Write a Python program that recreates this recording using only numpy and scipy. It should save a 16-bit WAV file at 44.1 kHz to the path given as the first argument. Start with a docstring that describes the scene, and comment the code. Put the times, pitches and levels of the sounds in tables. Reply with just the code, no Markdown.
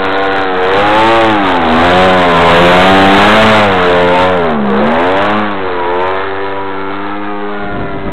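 """A model plane hanging on its two-blade propeller opens with a buzz that surges about once a second with the throttle.
The buzz is a stack of sine orders locked to the shaft, with rushing air and a bright tick in every turn.
It swells as the plane drifts past, strongest near 2.7 s, then fades; the grass adds a short dull echo throughout.
A faint breeze lies underneath, and from about 7.6 s puffs of wind, shaped low noise, buffet the microphone.
The small camera overloads lopsidedly, samples at 8 kHz with an offset and clips again on playback."""
import sys
import numpy as np
from scipy import signal
from scipy.fft import rfft, irfft, next_fast_len
from scipy.io import wavfile
from scipy.ndimage import uniform_filter1d

SR = 44100
rng = np.random.default_rng(int(sys.argv[2]) if len(sys.argv) > 2 else 0)


def bounce(signal):
    """Save signal as a 16-bit WAV file at the path given by the first command-line argument."""
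    frames = np.transpose(np.atleast_2d(signal))
    limited = np.clip(frames, -1, 1)
    pcm = np.round(limited * 32767).astype(np.int16)
    wavfile.write(sys.argv[1], SR, pcm)


N = 358091

HOVER_HZ = 95  # shaft speed at a steady hover
# high orders come first in each turn: lead in turns per octave of order
SWEEP_TURNS = 0.085

# shaft speed under the pumped throttle: (t/s, f/Hz)
SHAFT_SPEED = [(0, 94.9), (.25, 96.83), (.4, 96.6), (.59, 91.5), (.88, 104), (1.15, 113.8), (1.29, 109.3),
               (1.5, 91.16), (1.71, 80.1), (1.88, 88.2), (2.04, 93.4), (2.4, 84.66), (2.64, 87.13),
               (2.92, 95.4), (3.12, 97.63), (3.45, 109.7), (3.62, 104.9), (3.77, 91.8), (3.98, 88.34),
               (4.16, 89.56), (4.3, 92.6), (4.48, 80), (4.7, 67.13), (4.93, 79.87), (5.13, 94.94),
               (5.4, 105.7), (5.65, 93.14), (5.85, 87.46), (6.13, 94.7), (6.25, 96.5), (6.53, 97.9),
               (6.79, 96.75), (7.19, 101.9), (7.6, 102), (8.12, 96.7)]
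# the plane coming close and leaving: (t/s, buzz level/dB at steady hover speed, rush level/dB over buzz)
PASS_BY = [(0, -14.5, -1.5), (.25, -11, -3.5), (.5, -10, -3), (.85, -10.5, -4), (1.15, -4, -9),
           (1.45, -4, 1), (1.8, -3.5, -2), (2.05, 1.5, -4), (2.35, 2, -5.5), (2.65, 13, -8), (3.1, 5, -3.5),
           (3.6, 7, -9.5), (3.75, 0.5, -4.5), (4.3, -5.5, -5), (4.45, -1.5, -5), (4.7, -7, -2),
           (5.0, -9.5, -7.5), (5.35, -13.5, -5.5), (5.6, -12, -2.5), (6.13, -13.5, -6.5), (6.25, -17, -3.5),
           (6.6, -18, -5.5), (7.1, -21, -5), (7.6, -20, -7), (8.12, -21.5, -5)]
# how loud the tick of each turn is: (t/s, level/dB over a tick 20 dB below the rush)
RASP_LIFT = [(0, 8), (.7, 3), (1.1, 5), (1.5, 5), (2.2, 1), (4.3, 0), (5.2, -4), (8.12, -1.5)]


def plane():
    """Buzz, low orders, rush and rasp, all locked to one shaft whose speed also sets loudness and brightness."""
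    shaft_hz = glide(SHAFT_SPEED)
    push = np.gradient(shaft_hz) * SR  # Hz per second
    near_db, rush_db = curve(PASS_BY)
    rasp_db = curve(RASP_LIFT)[0]

    # louder when fast (dB per octave), and while the motor speeds up (dB per Hz/s)
    buzz_db = near_db + 7 * np.log2(shaft_hz / HOVER_HZ) + 0.0677 * push
    # tilt of the orders in dB per octave; a slow shaft loses the low ones first
    bright = -0.13 - 0.028 * (shaft_hz - HOVER_HZ)
    # the loaded propeller never turns quite evenly
    turns = np.cumsum(shaft_hz * (1 + 0.003066 * walk(30))) / SR
    # 1 at hover, more off throttle
    slack = (HOVER_HZ / shaft_hz) ** 6.5
    # a speed change of 60 Hz/s adds as much phase wavering as the hover has
    unsteady = slack + np.abs(push) / 60

    air = undb(rush_db) * (rush(turns, slack) + undb(rasp_db) * rasp(turns))
    buzz_and_air = over_grass(orders(turns, bright, unsteady) + air)
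    return undb(buzz_db) * buzz_and_air + low_orders(turns)


# upper orders of the buzz, before tilt and swells: (f/multiple of shaft speed, relative level/dB)
BUZZ_ORDERS = [(4, -4.5), (5, -3), (6, -2.5), (7, -2.5), (8, -3.5), (10, -5.5), (14, -9.5), (20, -12),
               (40, -41.5)]


def orders(turns, bright, unsteady):
    """Upper orders of the turn; each wavers in level, and in phase more so when high or unsteady, so the lines break up."""
    multiple, db = np.transpose(BUZZ_ORDERS)
    buzz = 0
    for k in range(4, 41):
        steady_db = np.interp(k, multiple, db) + swell(k) + bright * np.log2(k / 7)
        order_db = steady_db + 2.1 * walk(5) + 1.94 * walk(25)
        waver = (0.02 + 0.004 * k) * unsteady * walk(30)  # cycles
        scatter = 0.2 * rng.standard_normal()  # random phase of each order, in cycles
        cycles = k * (turns + SWEEP_TURNS * np.log2(k / 40)) + scatter + waver
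        buzz = buzz + undb(order_db) * np.sin(2 * np.pi * cycles)
    return level(buzz, 0)


# single orders that sing out or drop away: (from t/s, to t/s, f/multiple of shaft speed, lift level/dB)
ORDER_SWELLS = [(0, .84, 5, 7.5), (0, .47, 15, 9), (0, .7, 8, 7), (0.719, 1.42, 8, 10), (.8, 1.14, 6, -7),
                (1.503, 1.85, 9, 6), (.15, .48, 9, -11.5), (.9, 1.3, 5, 7.5), (1.02, 1.29, 10, 8),
                (1.275, 1.54, 13, 9.5), (1.44, 1.7, 10, 9.5), (1.82, 2.7, 6, 6.5), (1.83, 2.24, 4, 5),
                (1.92, 2.17, 8, 6.5), (2.34, 2.61, 4, -16.5), (2.56, 3.12, 8, 5.5), (2.76, 3.1, 13, 12),
                (2.97, 3.27, 10, -13.5), (3.0, 3.45, 5, 5), (3.34, 3.73, 6, 5.5), (3.51, 4.08, 5, 7.5),
                (3.63, 4.57, 4, -7), (3.755, 4.01, 7, 7), (3.89, 4.4, 6, 8.5), (4.05, 4.26, 10, 8.5),
                (4.3, 4.55, 5, 5.5), (4.33, 4.51, 7, 9.5), (5.16, 5.58, 11, 5), (2.3, 2.751, 5, 3),
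                (4.688, 5.131, 7, 5), (5.58, 7.02, 4, 5.5), (5.62, 6.03, 5, 6), (5.77, 6.24, 11, 8.5),
                (5.86, 6.15, 10, 5), (6.39, 6.66, 9, -12.5), (6.41, 6.72, 10, 9.5), (6.6, 7.47, 6, -7),
                (7.29, 8.1, 4, 7.5), (7.31, 7.53, 9, 10.5), (6.718, 7.203, 14, 5), (7.0, 7.3, 13, 4.5),
                (7.02, 7.296, 9, 4), (7.19, 7.528, 12, 3.5), (7.614, 7.97, 7, 5), (2.23, 2.554, 12, 4.5),
                (.85, 1.303, 7, 4), (5.045, 5.438, 10, 4.5), (5.08, 5.463, 6, 4), (7.52, 7.95, 14, 10),
                (7.62, 8.1, 9, -10.5)]


def swell(order):
    """Lift in dB of one order over time, with soft edges."""
    lift = np.zeros(N)
    for start, end, multiple, db in ORDER_SWELLS:
        if round(multiple) == order:
            lift[int(start * SR):int(end * SR)] = db
    return uniform_filter1d(lift, int(0.08 * SR))


# body of the propeller tone: (t/s, rms level/dB of the first, second, third order of the shaft)
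LOW_LEVELS = [(0, -47, -27.5, -21), (.4, -50, -37, -19.5), (.62, -44, -25.5, -25), (.75, -26, -34, -17.5),
              (1.05, -21, -15, -6.5), (1.3, -17, -17.5, -8.5), (1.45, -45, -19, -12.5),
              (1.65, -23, -35, -15.5), (1.76, -19.5, -25, -3), (1.88, -22, -12, -12),
              (2.02, -23, -3.5, -13.5), (2.3, -34, -13, -10.5), (2.64, -15, 2, -7), (3.12, -10.5, -0.5, 2),
              (3.48, -7, 2, -15), (3.75, -24.5, -16, -16.5), (4.1, -38, -13, -13), (4.36, -27, -18, -21),
              (4.6, -41, -27, -11.5), (4.85, -36, -29, -8.5), (5.02, -31, -33, -15),
              (5.38, -36, -12.5, -17.5), (5.7, -36.5, -38, -29.5), (6.05, -36, -47, -31),
              (6.55, -35.5, -36.5, -28.5), (7.2, -40.5, -29, -22.5), (7.6, -46.5, -26.5, -28.5),
              (8.12, -35, -38, -27)]


def low_orders(turns):
    """The three lowest shaft orders as sines, each with its own level over time."""
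    low = 0
    for k, db in enumerate(curve(LOW_LEVELS), 1):
        cycles = k * (turns + SWEEP_TURNS * np.log2(k / 40))
        low = low + undb(db) * np.sin(2 * np.pi * cycles)
    return np.sqrt(2) * low


# colour of the air coming off the blades: (f/Hz, relative level/dB per Hz)
RUSH_COLOUR = [(60, -32.5), (150, -17.5), (400, -5), (800, -1.5), (1500, -2.5), (2500, -20), (4500, -21)]


def rush(turns, slack):
    """Turbulent air off the blades, a puff each turn; slower tips hiss duller."""
    air = noise(RUSH_COLOUR)
    roar = signal.lfilter(*signal.butter(2, 1200, fs=SR), air)
    hiss = (air - roar) / slack ** 0.42
    throb = 1 + 0.42 * np.cos(2 * np.pi * turns) + 0.26 * np.cos(4 * np.pi * turns)
    puff = np.exp(0.47 * np.cos(2 * np.pi * turns)) * undb(0.93 * walk(60))
    return level(undb(1.3 * walk(14)) * (throb * roar + puff * hiss), 0)


def rasp(turns):
    """A short bright tick of air at the same point of every turn."""
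    tick = np.exp(-(turns % 1) / 0.15) * undb(2.0 * walk(70))
    bright_air = noise([(1500, -27.5), (2800, -11.0), (4000, 7), (5000, -13.5), (8000, -27)])
    return level(tick * bright_air, -20.0)


# echo off the grass: (t/s, lag/ms, strength/0-1 before the dulling filter)
GRASS_ECHO = [(0, 1.9, 0.12), (1.2, 2.4, 0.1), (2.2, 2.856, 0.15), (4.4, 2.796, 0.3), (5.2, 2.02, 0.04),
              (5.7, 2.195, 0.2), (7.0, 2.215, 0.46), (8.12, 3.04, .62)]


def over_grass(x):
    """Direct sound plus a later, duller copy off the ground."""
    lag_ms, strength = curve(GRASS_ECHO)
    dull = signal.lfilter(*signal.butter(1, 2200, fs=SR), x)
    echo = np.interp(np.arange(N) - lag_ms * SR / 1000, np.arange(N), dull)
    return (x + np.clip(strength, 0, 1) * echo) / np.sqrt(1 + strength ** 2)


# puffs of wind on the microphone: (peak t/s, level/dB before the buffeting noise adds 4.2 dB)
WIND_PUFFS = [(7.6, -33), (7.67, -31), (7.74, -27.5), (7.79, -23.5), (7.86, -33), (7.96, -27), (8.08, -23)]


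def wind():
    """A faint breeze, then separate puffs that buffet the microphone in lumps."""
    t = np.arange(N) / SR
    rise_s, fall_s = 0.029, 0.063
    gust = 0
    for peak_s, db in WIND_PUFFS:
        since = t - peak_s
        decay = np.where(since < 0, (since / rise_s) ** 2, since / fall_s)
        gust = gust + undb(db) * np.exp(-decay)

    rumble = noise([(15, -2.0), (60, 4.0), (150, 4), (350, -1.5), (600, -5.5), (2000, -43.0)])
    buffet = level(undb(1.2 * walk(50)) * rumble, 4.2)
    breeze = undb(-46) * noise([(15, 5.5), (100, -7), (1000, -23.5)])
    return gust * buffet + breeze


def undb(db):
    """Decibels to amplitude."""
    return 10 ** (np.asarray(db) / 20)


def level(x, db):
    """Scale to an rms level in dB."""
    return x * undb(db) / np.sqrt(np.mean(x ** 2))


def curve(table):
    """Columns of a table joined by straight lines in time."""
    s, *columns = np.transpose(table)
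    return [np.interp(np.arange(N) / SR, s, c) for c in columns]


def glide(table):
    """A value passing through (t/s, value) points without corners."""
    s, v = np.transpose(table)
    slope = np.gradient(v, s)
    t = np.arange(N) / SR
    i = np.clip(np.searchsorted(s, t) - 1, 0, len(s) - 2)
    h = s[i + 1] - s[i]
    u = (t - s[i]) / h
    ease = u * u * (3 - 2 * u)
    bend = h * u * (1 - u) * (slope[i] * (1 - u) - slope[i + 1] * u)
    return v[i] + (v[i + 1] - v[i]) * ease + bend


def walk(rate):
    """Random levels joined smoothly, rate a second; spread near 1."""
    k = int(SR / rate)
    knots = rng.standard_normal(N // k + 2)
    line = np.interp(np.arange(N) / k, np.arange(len(knots)), knots)
    return 1.166 * uniform_filter1d(line, k // 2)


def noise(points):
    """Noise coloured by (f/Hz, level/dB) points; rms 1."""
    hz, db = np.transpose(points)
    n = next_fast_len(N)
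    f = np.maximum(np.fft.rfftfreq(n, 1 / SR), 1)
    colour = undb(np.interp(np.log(f), np.log(hz), db))
    return level(irfft(rfft(rng.standard_normal(n)) * colour, n)[:N], 0)


def scene():
    """The plane over the field, with wind on the microphone."""
    return (plane() + wind())[None]


def record(dry):
    """Lopsided overload, coupling capacitor, 8 kHz sampling with an offset; full scale clips samples and playback alike."""
    camera_hz, top_hz = 8000, 15790
    offset, ceiling = -0.11, 0.71
    rail_high, rail_low, knee = 0.27, 0.98, 4

    # loud sound drags the working point of the preamp down
    dry = dry - 0.087 * uniform_filter1d(dry ** 2, int(0.1 * SR))
    rail = np.where(dry > 0, rail_high, rail_low)
    hot = dry / (1 + np.abs(dry / rail) ** knee) ** (1 / knee)
    # the capacitor recentres the lopsided wave, so the upper rail climbs as the overload grows
    hot = hot - uniform_filter1d(hot, int(0.12 * SR)) + offset

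    # nothing smooths the clipped edges before sampling, so they fold back and ring in step with the clock
    sampled = np.interp(np.arange(0, N + 20, SR / camera_hz), np.arange(N), hot[0])
    sampled = np.clip(sampled, -ceiling, ceiling)
    up, down = SR // 100, camera_hz // 100
    smooth = signal.firwin(32 * up + 1, 1 / up, window=("kaiser", 9))
    played = signal.resample_poly(sampled, up, down, window=smooth, padtype="mean")[:N]
    played = np.clip(played, -ceiling, ceiling)

    # filter around the first sample so the offset causes no starting thump
    top = signal.ellip(14, 0.2, 60, top_hz, fs=SR, output="sos")
    return (signal.sosfilt(top, played - played[0]) + played[0])[None]


dry = scene()
out = record(dry)
bounce(out)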